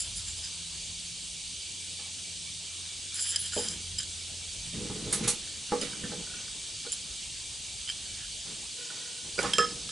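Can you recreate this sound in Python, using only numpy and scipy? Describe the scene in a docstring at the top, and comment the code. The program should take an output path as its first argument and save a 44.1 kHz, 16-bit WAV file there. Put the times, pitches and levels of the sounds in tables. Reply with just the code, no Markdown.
"""On a wooden porch, thin aluminium pole sections are handled: friction of a wire and cord in a tube
feeds its modes; taps, clinks and air pops ring as damped modes. Knocks and a roll of tape dragged over
the boards excite floor resonances and jolt steel tools. In the garden an insect chorus hisses and air
rumbles as shaped noise, over a far street; a cricket chirps and a far motor hums as sines."""
import sys
import numpy as np
from scipy import signal
from scipy.fft import rfft, irfft, next_fast_len
from scipy.io import wavfile
from scipy.ndimage import uniform_filter1d, map_coordinates

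SR = 44100
rng = np.random.default_rng(int(sys.argv[2]) if len(sys.argv) > 2 else 0)


def put_to_file(sound):
    """Save the sound as 16-bit audio at rate SR, in the file named by the first command-line argument."""
    columns = np.atleast_2d(sound).T  # one column per channel
    safe = np.clip(columns, -1, 1)
    whole_steps = np.round(safe * 32767)
    wavfile.write(sys.argv[1], SR, whole_steps.astype(np.int16))


N = 437031

# Far motor: t/s, first order level/dB, second order level/dB
MOTOR_ORDERS = [(0.0, -55, -75), (0.2, -60, -59), (0.28, -53, -91), (0.55, -56.5, -57.5),
                (1.55, -69, -62.5), (1.59, -63, -84), (1.86, -57.5, -64), (2.63, -58.5, -61),
                (2.79, -55.5, -84), (2.88, -54, -58), (2.91, -61, -88), (3.53, -51.5, -61),
                (4.46, -53, -68.5), (4.75, -62, -54)]
# Insect chorus spectrum: f/Hz, relative density level/dB
INSECT_SPECTRUM = [(1000, -55), (1700, -24), (2060, -19.5), (2260, -9.5), (2630, -7.5), (3060, -0.5),
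                   (3910, 0), (4230, -2), (5410, -3), (6290, -2), (6800, -3), (8040, -1.5), (9200, -2.5),
                   (10800, -15), (11300, -26), (14700, -58), (22000, -120)]
# Narrow bands of single singers: f/Hz, width/Hz, relative level/dB before halving the amplitude
SINGER_BANDS = [(2334, 29, 6), (2800, 64, -1.5), (3500, 52, -12), (4575, 43, 7.5), (6340, 36, 2.5),
                (7800, 150, -10)]
# Air rumble spectrum: f/Hz, relative density level/dB
AIR_SPECTRUM = [(8.8, -53), (15, -19), (54, 3), (75, 1.5), (139, -11), (160, -8), (210, -13.5), (350, -120)]
# Air rumble course: t/s, level/dB before its random swell
AIR_LEVEL = [(0.0, -61), (0.11, -46), (0.61, -61), (0.91, -50.5), (1.1, -60.5), (3.31, -63), (3.97, -49),
             (4.25, -64), (4.47, -53.5), (7.91, -57), (8.11, -48), (9.02, -74), (9.37, -56.5), (9.9, -55)]
# Far street spectrum: f/Hz, relative density level/dB
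STREET_SPECTRUM = [(59, -55), (100, -3), (168, -7), (949, -17), (1140, -18), (2200, -16.5), (2860, -35),
                   (4840, -120)]
# Far street course: t/s, level/dB
STREET_LEVEL = [(0, -57), (1.2, -59), (3, -57.5), (4, -57), (6, -55), (8, -57.5), (9.91, -56.5)]
# Correlation of the ears in diffuse noise: f/Hz, left-right likeness [0 to 1]
EAR_LIKENESS = [(60, 1), (130, 0.82), (270, 0.83), (560, 0.62), (1170, 0.72), (2460, 0.96), (5170, 0.87),
                (10900, 0.56)]
# Balance of diffuse noise: f/Hz, left minus right level/dB
EAR_BALANCE = [(60, 1.5), (110, 1.5), (190, 1.5), (340, 3), (600, -0.5), (1080, 0), (1920, -7),
               (3420, -1.5), (6100, 0.5), (10900, 0.0)]
# Cricket course: t/s, level/dB before random strength
CRICKET_LEVEL = [(0, -64), (1.5, -59), (2.05, -56), (2.55, -51), (2.95, -61), (4.8, -61.5), (7.5, -56),
                 (9.91, -70)]
# Jolted tools: t/s, peak level/dB, rattle t60/s, tilt/dB per octave, ring level/dB, left minus right/dB
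TOOL_JOLTS = [(5.1255, -15.5, 0.17, -1, -7.5, -3), (5.2314, -27.5, 0.3, -8.5, -29, -5),
              (5.2759, -14, 0.15, -0.5, -7, -3), (5.8128, -29, 0.21, -8, -29, -9)]
# Tool rattle spectrum: f/Hz, relative density level/dB
RATTLE_SPECTRUM = [(530, -65), (900, -44), (1300, -11), (1450, -16), (2100, -5), (2740, -5), (3380, -1.5),
                   (5390, -1), (5990, 2), (11300, 4), (14700, -17), (22000, -120)]
# Modes of the steel tools: mean f/Hz, relative level/dB
STEEL_MODES = [(4400, -7), (6000, -14), (6900, -4), (7900, -4), (8600, -2.5), (9450, -3), (10400, -16),
               (10920, 4.5)]
# Modes of the floor boards: f/Hz, relative level/dB, t60/s
BOARD_MODES = [(119, -3.5, 0.08), (226, -2, 0.12), (270.6, -3.5, 0.32), (336.4, -3, 0.11), (433, -1, 0.16),
               (484, 1, 0.19), (586, -5, .13), (644, -13.5, 0.04), (773, -10, 0.069), (822, -3, 0.19),
               (892, -6, 0.19), (1073, -8, 0.16), (1164, -4.5, 0.13), (1265, -2.5, 0.078),
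               (1724, -9, 0.096), (2053, -14.5, 0.14)]
# Knocks on the boards: t/s, peak level/dB, tilt/dB per octave, hardness (lift of upper modes)/dB
BOARD_KNOCKS = [(1.99, -46, 5, 1), (3.566, -22.5, 7.5, -29), (4.672, -40, -21, -10),
                (4.739, -35.5, -11, -3), (4.9, -31.5, -5, 0), (5.069, -30, -8, -6), (5.128, -29.5, 17, -4),
                (5.196, -32, -6, -8), (5.276, -28.5, 4.5, -1), (5.721, -17, 2, -6.5),
                (5.817, -27.5, 3, -34), (6.036, -30, -9, -15), (6.119, -34.5, 7, -27),
                (6.197, -41.5, 10, -22), (6.85, -40.5, -3.5, 7), (8.48, -57, -5, 7), (8.946, -48, -9, 0),
                (9.256, -52, 0, 0), (9.431, -24.5, 3.5, -8), (9.446, -23, 5, 6)]
# Things pushed over the boards: t/s, hold/s, fade t60/s, rumble level/dB, rustle level/dB
BOARD_SHOVES = [(4.745, 0.37, 0.19, -42.5, -52), (5.125, 0.17, 0.32, -41, -45.5),
                (3.596, 0.078, 0.75, -48, -49), (5.717, .03, 1.6, -43.5, -45.5),
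                (6.038, .01, 1.13, -46.5, -54), (8.462, .02, 0.55, -52.5, -51.5),
                (8.902, .02, 0.81, -61, -50.5), (9.244, 0.027, 0.2, -52, -59),
                (9.391, 0.069, 0.56, -43.5, -36.5), (9.585, 0.037, 1.34, -45, -52)]
# Modes of a small metal fitting: f/Hz, relative level/dB, t60/s
FITTING_MODES = [(1365, -3, 0.092), (1550, 3, 0.087), (1770, 1, .08)]
# Ticks of the fitting: t/s, peak level/dB
FITTING_TICKS = [(5.471, -46), (5.932, -40), (6.0375, -35), (6.114, -41)]
# Air column, both ends open: f/Hz, width/Hz, relative level/dB
OPEN_COLUMN = [(478, 36, 0), (1020, 29, -6), (1470, 50, 1), (1910, 45, -2), (2370, 38, -5), (3040, 61, -3)]
# Cord running freely through the bore: t/s, hold/s, fade t60/s, level/dB
CORD_HUMS = [(6.27, 0.16, 0.45, -59), (8.797, 0.35, 0.56, -56)]
# Cord patting the open tube: t/s, peak level/dB
CORD_PATS = [(6.267, -44), (6.3, -43), (6.3374, -38.5), (6.388, -45), (6.478, -46)]
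# Short slides of the cord: t/s, hold/s, fade t60/s, level/dB, tilt/dB per octave
CORD_FLICKS = [(0.0, .005, 0.14, -36, 6), (.05, .02, .3, -50, 1), (0.161, 0.018, 0.27, -46.5, 5.5),
               (0.275, 0.012, .2, -44.5, 4), (0.376, .015, .2, -47, 2), (0.438, 0.023, 0.22, -49, -1),
               (3.43, .03, 0.2, -41, 1), (3.999, 0.0065, 0.092, -48.5, -9), (7.892, 0.0084, .06, -47, -4),
               (7.973, 0.22, 0.55, -60.5, -7)]
# Two long pulls of the wire, each with rows: t/s, level/dB, tilt/dB per octave before limiting
WIRE_PULLS = [
    [(3.13, -72, 3), (3.158, -39, 4.5), (3.195, -39, -3.5), (3.22, -36.5, 24), (3.255, -37.5, 1),
     (3.31, -37.5, 6), (3.35, -48.5, -8), (3.4, -59, -11)],
    [(3.52, -52, -4), (3.54, -39, 3), (3.56, -40.5, 1), (3.59, -37.5, 5), (3.64, -42.5, 4),
     (3.74, -47.5, -0.5), (3.79, -66, -2)],
]
# Modes of the hand-held tube: f/Hz, width/Hz, relative level/dB
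HELD_MODES = [(1666, 590, -10.5), (3114, 340, -2.5), (5003, 370, 0), (7320, 620, 1.5), (8700, 180, -10.5),
              (9810, 800, -3.5), (10760, 470, -13)]
# Taps on the held tube: t/s, peak level/dB, brightest f/Hz, fall away from it/dB per octave, t60/s
TUBE_TAPS = [(.005, -18.5, 9000, 8, 0.023), (3.144, -22, 10000, 18, .012), (3.359, -18, 9100, 9, 0.015),
             (3.36, -13.5, 4600, 6.5, 0.025), (3.577, -24, 3080, 14, 0.033),
             (3.6855, -18.5, 5970, 19, 0.015), (3.984, -20, 4700, 9, .03), (3.988, -23, 7300, 8, .04),
             (4.006, -25, 5500, 6, 0.025), (4.031, -26, 5500, 6, 0.02), (5.813, -21.5, 4700, 9, 0.035),
             (6.9205, -16, 10200, 13, 0.012), (6.926, -19, 9900, 10, 0.06), (7.876, -29, 3100, 18, .015),
             (7.885, -29, 3500, 18, .025), (7.891, -21, 3200, 18, .02), (7.899, -21, 3100, 15, 0.04),
             (7.8995, -26, 8500, 5, .02), (9.43, -23, 7400, 2, 0.034)]
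# Modes of the free tube: f/Hz, relative level/dB, share of ring time, share of bending, loss at touch/dB
FREE_MODES = [(476, -8, 1.3, 0.65, 5), (1275, -6, 1.3, 0.96, 15), (1720, -3, 1, 0.3, 1),
              (2726, 6, 0.082, .5, 9), (3185, -1.5, 1.2, -.3, 14), (5138, 1, 0.35, 0.1, 0),
              (5200, -3, 1.5, .25, 1), (7465, -6.5, 0.6, -.1, 6), (9670, -14, 0.43, 0, 0)]
# Tube laid down: t/s, peak level/dB, bending/dB, t60/s before shares, time to next touch/s, contact/dB
TUBE_CLINKS = [(9.535, -9, -24, 0.27, 0.027, 15), (9.583, -9.5, 13, 0.3, 0.073, 19),
               (9.597, -19, 10, 0.1, 0.056, 12), (9.606, -23, -8, 0.4, .047, -6),
               (9.891, -26, -4, 0.058, 0.04, 12)]
# Air column, one end shut: f/Hz, relative level/dB, t60/s
SHUT_COLUMN = [(468, -5, .06), (1435, 0, .05), (2300, -18, .04), (4850, -12, .08), (7650, -17, .06)]
# Pops of that air column: t/s, peak level/dB, lift of the lowest tone/dB
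AIR_POPS = [(3.533, -32.5, -10), (6.8655, -34.5, 1), (8.792, -44.5, -8), (8.902, -39, -3), (9.381, -25, 7),
            (9.3892, -16, 0), (9.3946, -18.5, 0), (9.4586, -28, -1)]

INSECTS_DB = -40
MOTOR_HZ = 85.9  # mean pitch of the first order
CHIRP_HZ, CHIRP_EVERY_S = 2310, .2167
CHIRP_FIRST_S, CHIRP_S = 0.1, .03  # middle of the first chirp; half length, where a chirp is at 1/e
GLIDE_S, GLIDE_HOLD_S, GLIDE_DB = 8.1, .16, -59
GLIDE_FROM_HZ, GLIDE_TO_HZ, GLIDE_MID_S, GLIDE_SPAN_S = 2350, 1680, 8.165, .03
SQUEAK_S, SQUEAK_HOLD_S, SQUEAK_T60, SQUEAK_DB = 3.392, 0.018, 0.1, -33
SQUEAK_HZ, SQUEAK_BEND_HZ_PER_S2 = 9800, 670000  # starting pitch and its quadratic climb
PAT_T60 = 0.038  # s
TOP_HZ = 11050  # upper band limit


def amp(db):
    """Definition of level: the amplitude gain of a value in dB."""
    return 10 ** (np.asarray(db) / 20)


def unit(x):
    """Normalization of power: scaled to rms 1."""
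    return x / np.sqrt(np.mean(x ** 2) + 1e-20)


def along(points, hz):
    """Logarithmic frequency scale: (f, value) points joined by lines."""
    f, v = np.transpose(points)
    return np.interp(np.log(hz + 1), np.log(f + 1), v)


def curves(rows, rest=-120):
    s, *cols = np.transpose(rows)
    return [np.interp(np.arange(N) / SR, s, c, rest, rest) for c in cols]


def wobble(rate):
    """Slow random fluctuation: a smooth curve with rate knots a second."""
    knots = rng.standard_normal(int(N * rate / SR) + 4)
    return map_coordinates(knots, [np.arange(N) * rate / SR])


def filtered(x, response):
    """Linear filtering: the spectrum times a response of frequency."""
    n = x.shape[-1]
    m = next_fast_len(n + 8192)
    return irfft(rfft(x, m) * response(np.fft.rfftfreq(m, 1 / SR)), m)[..., :n]


def resonances(peaks, f):
    """Superposition of causal resonances (f, width, dB) with alternating sign."""
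    total = 0
    for k, (centre, width, db) in enumerate(peaks):
        damping = 1j * f * width
        total = total + (-1) ** k * amp(db) * damping / (centre * centre - f * f + damping)
    return total


def rush(gain, patchy_db):
    """Diffuse field: partly correlated stereo noise, in patches of random gain, of mid rms 1."""
    z = signal.stft(rng.standard_normal((2, N + 512)), nperseg=512)[2]
    field = uniform_filter1d(rng.standard_normal(z.shape[1:]), size=5, axis=0)
    field = uniform_filter1d(field, size=10, axis=1)
    pair = signal.istft(z * amp(patchy_db * unit(field)), nperseg=512)[1][:, :N]
    # This angle between mid and side gives the wanted correlation of the ears
    turn = lambda hz: np.arccos(np.clip(along(EAR_LIKENESS, hz), 0, 1)) / 2
    mid, side = filtered(pair, lambda hz: gain(hz) * [np.cos(turn(hz)), np.sin(turn(hz))])
    ears = np.array([mid + side, mid - side])
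    both = filtered(ears, lambda hz: amp(along(EAR_BALANCE, hz) * [[.5], [-.5]]))
    return both / np.sqrt(np.mean(both.mean(axis=0) ** 2))


def grit(spiky_db):
    """Stick-slip friction: noise whose size jumps from slip to slip."""
    return unit(rng.standard_normal(N) * amp(spiky_db * wobble(250)))


def stroke(s, hold, t60, rise_db_per_s):
    """Envelope of one movement in dB: rises to 0 at s, holds, decays exponentially."""
    t = np.arange(N) / SR - s
    return rise_db_per_s * np.minimum(t, 0) - 60 * np.maximum(t - hold, 0) / t60


def ring(modes_db, hz, t60, attack, spread_db, rough_db=3.5):
    """Modal decay: damped sines, each at a random strength and with a randomly trembling level."""
    t = np.arange(SR // 3)[:, None] / SR
    tremble = unit(uniform_filter1d(rng.standard_normal((len(t), len(hz))), size=250, axis=0))
    level = modes_db + spread_db * rng.standard_normal(len(hz)) + rough_db * tremble
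    modes = amp(level - 60 * t / t60) * np.sin(2 * np.pi * hz * t)
    return (modes * (1 - np.exp(-t / attack))).sum(axis=1)


def add(mix, s, sound, db, pan_db):
    """Superposition: a sound placed at s with peak db, split left minus right by pan_db."""
    part = mix[:, round(s * SR):][:, :len(sound)]
    part += amp(db + pan_db * np.array([[.5], [-.5]])) * sound[:part.shape[1]] / np.abs(sound).max()


def air_rumble():
    """Low-frequency noise: light air as diffuse noise with a randomly swelling level."""
    level_db, = curves(AIR_LEVEL, rest=None)
    swell = amp(2.6 * wobble(4.5))
    return amp(level_db) * swell * rush(lambda f: amp(along(AIR_SPECTRUM, f)), patchy_db=-1.2)


def far_street():
    """Incoherent summation: a far street heard as diffuse shaped noise."""
    level_db, = curves(STREET_LEVEL, rest=None)
    return amp(level_db) * rush(lambda f: amp(along(STREET_SPECTRUM, f)), patchy_db=2.5)


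def motor():
    """Harmonic radiation: two orders share one slightly wandering phase."""
    first_db, second_db = curves(MOTOR_ORDERS)
    turn = 2 * np.pi * np.cumsum(MOTOR_HZ + 0.373 * wobble(1.283)) / SR
    return np.sqrt(2) * (amp(first_db) * np.sin(turn) + amp(second_db) * np.sin(2 * turn))


def insect_chorus():
    """Incoherent summation: many singers merge into noise, with narrow bands standing out."""
    singers = lambda f: 1 + .5 * np.abs(resonances(SINGER_BANDS, f))
    return amp(INSECTS_DB) * rush(lambda f: amp(along(INSECT_SPECTRUM, f)) * singers(f), patchy_db=1.08)


def cricket():
    """Amplitude modulation: a nearly steady tone in evenly spaced pulses of varying strength."""
    t = np.arange(N) / SR
    beat = (t - CHIRP_FIRST_S) / CHIRP_EVERY_S
    shape = np.exp(-((beat - np.round(beat)) * CHIRP_EVERY_S / CHIRP_S) ** 2)
    level_db, = curves(CRICKET_LEVEL, rest=None)
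    strength = amp(level_db + 2.2 * wobble(12.0) + 2.8 * wobble(60))
    tone = np.sin(2 * np.pi * np.cumsum(CHIRP_HZ + 25 * wobble(40)) / SR)
    return np.sqrt(2) * strength * shape * tone


def wall(x):
    """Diffuse reflection: house wall and roof answer with a short tail, partly different in each ear."""
    t = np.arange(SR // 4) / SR
    both, apart = rng.standard_normal((2, len(t)))
    tail = (both + 0.5 * apart * [[1], [-1]]) * amp(-60 * t / 0.12) * (t > .004)
    return signal.fftconvolve(x, tail / np.linalg.norm(tail[0]), axes=1)[:, :N]


def tools():
    """Impact excitation: jolts give bright bursts of rattle and leave the steel ringing."""
    mix = np.zeros((2, N))
    t = np.arange(SR // 3) / SR
    hz, db = np.transpose(STEEL_MODES)
    crackle = grit(spiky_db=1.0)
    for s, peak_db, t60, tilt_db, ring_db, pan_db in TOOL_JOLTS:
        colour = lambda f: amp(along(RATTLE_SPECTRUM, f) + tilt_db * np.log2((f + 1) / 6000))
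        hiss = unit(filtered(crackle[round(s * SR):][:len(t)], colour))
        rattle = hiss * amp(-60 * t / t60) * (1 - np.exp(-t / 0.0068))
        steel_hz = hz * rng.normal(1, 0.0021, len(hz))
        steel = ring(db + ring_db, steel_hz, 0.84 * t60, 0.0022, spread_db=2.0, rough_db=6.5)
        add(mix, s, rattle + steel, peak_db, pan_db)
    return mix


def knocks(wide):
    """Impact on a plate: a hard edge drives the upper board modes, and loose boards shake on."""
    mix = np.zeros((2, N))
    hz, db, t60 = np.transpose(BOARD_MODES)
    t = np.arange(SR // 3) / SR
    for s, peak_db, tilt_db, hard_db in BOARD_KNOCKS:
        hardness = lambda f: hard_db / (1 + (880 / (f + 1)) ** 8)
        lift = lambda f: tilt_db * np.log2(np.clip(f, 80, 3000) / 500) + hardness(f)
        modes = ring(db + lift(hz), hz, t60, .0006, spread_db=2)
        colour = lambda f: resonances(wide, f) * amp(lift(f)) / (1 + (f / 1600) ** 3)
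        chatter = unit(filtered(rng.standard_normal(len(t)), colour)) * amp(-60 * t / 0.22)
        add(mix, s, unit(modes) + 2.6 * chatter, peak_db, -1.5)
    return mix


def fitting():
    """Modal decay: a small metal fitting ticks in three damped modes."""
    mix = np.zeros((2, N))
    hz, db, t60 = np.transpose(FITTING_MODES)
    for s, peak_db in FITTING_TICKS:
        add(mix, s, ring(db, hz, t60, 0.0013, spread_db=1.5), peak_db, -6)
    return mix


def dragging(wide):
    """Friction-driven resonance: pushed things make the boards rumble while cloth rustles."""
    low = lambda f: resonances(wide, f) / (1 + (f / 400) ** 4)
    rumble = unit(amp(2.3 * wobble(20)) * filtered(grit(spiky_db=3.0), low))
    high = lambda f: resonances([(1400, 4300, 3.5)] + wide[8:], f)
    rustle = unit(filtered(grit(spiky_db=1.0), high))
    mix = np.zeros((2, N))
    for s, hold, fade, rumble_db, rustle_db in BOARD_SHOVES:
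        both = amp(rumble_db) * rumble + amp(rustle_db) * rustle * amp([[-2.5], [2.5]])
        mix += amp(stroke(s, hold, fade, rise_db_per_s=900)) * both
    return mix


def porch():
    """Shared resonator: knocks and dragging excite the same floor boards; a fitting ticks along."""
    wide = [(centre, 4.5 / t60, db) for centre, db, t60 in BOARD_MODES]  # width from decay time
    return knocks(wide) + fitting() + dragging(wide)


def bore():
    """Air-column resonance: the running cord makes the tube hum; once a faint tone slides down."""
    hum = unit(filtered(grit(spiky_db=3.5), lambda f: resonances(OPEN_COLUMN, f)))
    out = hum * sum(amp(db + stroke(s, hold, t60, rise_db_per_s=300)) for s, hold, t60, db in CORD_HUMS)
    down = (1 + np.tanh((np.arange(N) / SR - GLIDE_MID_S) / GLIDE_SPAN_S)) / 2
    hz = GLIDE_FROM_HZ + (GLIDE_TO_HZ - GLIDE_FROM_HZ) * down + 30 * wobble(80)
    db = GLIDE_DB + stroke(GLIDE_S, GLIDE_HOLD_S, .2, rise_db_per_s=600) + 3.1 * wobble(50)
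    glide = amp(db) * np.sin(2 * np.pi * np.cumsum(hz) / SR)
    return (out + glide) * amp([[-1.5], [1.5]])


def squeak():
    """Frequency modulation: one rough tone whose pitch climbs ever faster for 0.05 s."""
    since = np.clip(np.arange(N) / SR - SQUEAK_S, 0, .05)
    hz = SQUEAK_HZ + SQUEAK_BEND_HZ_PER_S2 * since ** 2 + 150 * wobble(500)
    envelope_db = stroke(SQUEAK_S, SQUEAK_HOLD_S, SQUEAK_T60, rise_db_per_s=2800)
    db = SQUEAK_DB + envelope_db + 4.2 * wobble(380)
    return amp(db) * np.sin(2 * np.pi * np.cumsum(hz) / SR)


def threading():
    """Stick-slip excitation: wire and cord on the tube wall feed each mode in its own spurts."""
    slips, out = grit(spiky_db=1.2), np.zeros(N)
    moves = [curves(rows) for rows in WIRE_PULLS]
    for s, hold, t60, db, tilt_db in CORD_FLICKS:
        moves.append((db + stroke(s, hold, t60, rise_db_per_s=900), tilt_db))
    for mode in HELD_MODES:
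        spurts = amp(2.6 * wobble(35))
        band = unit(spurts * filtered(slips, lambda f: resonances([mode], f) ** 2))
        octaves = np.log2(max(mode[0], 2600) / 6500)
        for db, tilt_db in moves:
            out += band * amp(db + mode[2] + np.clip(tilt_db, -12, 12) * octaves)
    return (out + squeak()) * amp([[-.7], [.7]])


def air_pops():
    """Air-column resonance: pops sound the air in a tube with one end shut."""
    mix = np.zeros((2, N))
    hz, db, t60 = np.transpose(SHUT_COLUMN)
    for s, peak_db, low_db in AIR_POPS:
        add(mix, s, ring(db + (hz == hz[0]) * low_db, hz, t60, 0.00065, spread_db=6.5), peak_db, -5)
    return mix


def cord_pats():
    """Air-column resonance: the cord pats the open tube and sounds its third tone."""
    mix = np.zeros((2, N))
    hz, _, db = np.transpose(OPEN_COLUMN[2:3])
    for s, peak_db in CORD_PATS:
        pat = ring(db, hz * rng.normal(1.01, .01), PAT_T60, .001, spread_db=1, rough_db=5.5)
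        add(mix, s, pat, peak_db, -3)
    return mix


def hand_taps():
    """Damping by the hand: the modes of the held tube die at once after each tap."""
    mix = np.zeros((2, N))
    t = np.arange(SR // 3) / SR
    hz, _, db = np.transpose(HELD_MODES)
    for s, peak_db, best_hz, fall_db, t60 in TUBE_TAPS:
        # Where it is held and hit favours one region
        grip = lambda f: -np.abs(fall_db * np.log2((f + 1) / best_hz))
        held_hz = hz * rng.normal(1, 0.0118, len(hz))
        held = ring(db + grip(hz), held_hz, t60, 0.0004, spread_db=1.5)
        colour = lambda f: amp(grip(f)) / (1 + (1200 / (f + 1)) ** 4)
        crack = amp(0.5 - 60 * t / .007) * filtered(rng.standard_normal(len(t)), colour)
        add(mix, s, held + crack, peak_db, -2.1)
    return mix


def clinks():
    """Free vibration: laid on the boards, the tube sings until the next touch takes level away."""
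    mix = np.zeros((2, N))
    t = np.arange(SR // 3) / SR
    hz, db, share, bending, lost_db = np.transpose(FREE_MODES)
    for s, peak_db, bending_db, t60, touch, contact_db in TUBE_CLINKS:
        touched = (1 + np.tanh((t[:, None] - touch) / .003)) / 2
        modes_db = db + bending_db * bending - lost_db * touched
        free = ring(modes_db, hz, t60 * share, 0.000096, spread_db=0.9, rough_db=5.0)
        blow = rng.standard_normal(len(t)) * amp(-60 * t / 0.012)
        # The contact itself, dull and short
        crack = filtered(blow, lambda f: resonances([(2730, 3500, contact_db)], f))
        add(mix, s, free + crack, peak_db, -3)
    return mix


def tube():
    """Wall and air vibration: the pole section sounds by its metal and by the air inside."""
    return air_pops() + cord_pats() + hand_taps() + clinks()


def scene():
    """Superposition: garden and handling; the tube has a weaker tail than the other handling sounds."""
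    garden = air_rumble() + far_street() + motor() + insect_chorus()
    handling = tools() + porch() + bore() + threading()
    pole = tube()
    return garden + cricket() + wall(amp(-13) * pole + amp(-6) * handling) + handling + pole


def record(dry):
    """Band limitation: a steep low-pass removes what lies above the limit."""
    return filtered(dry, lambda hz: 1 / (1 + (hz / TOP_HZ) ** 300))


dry = scene()
out = record(dry)
put_to_file(out)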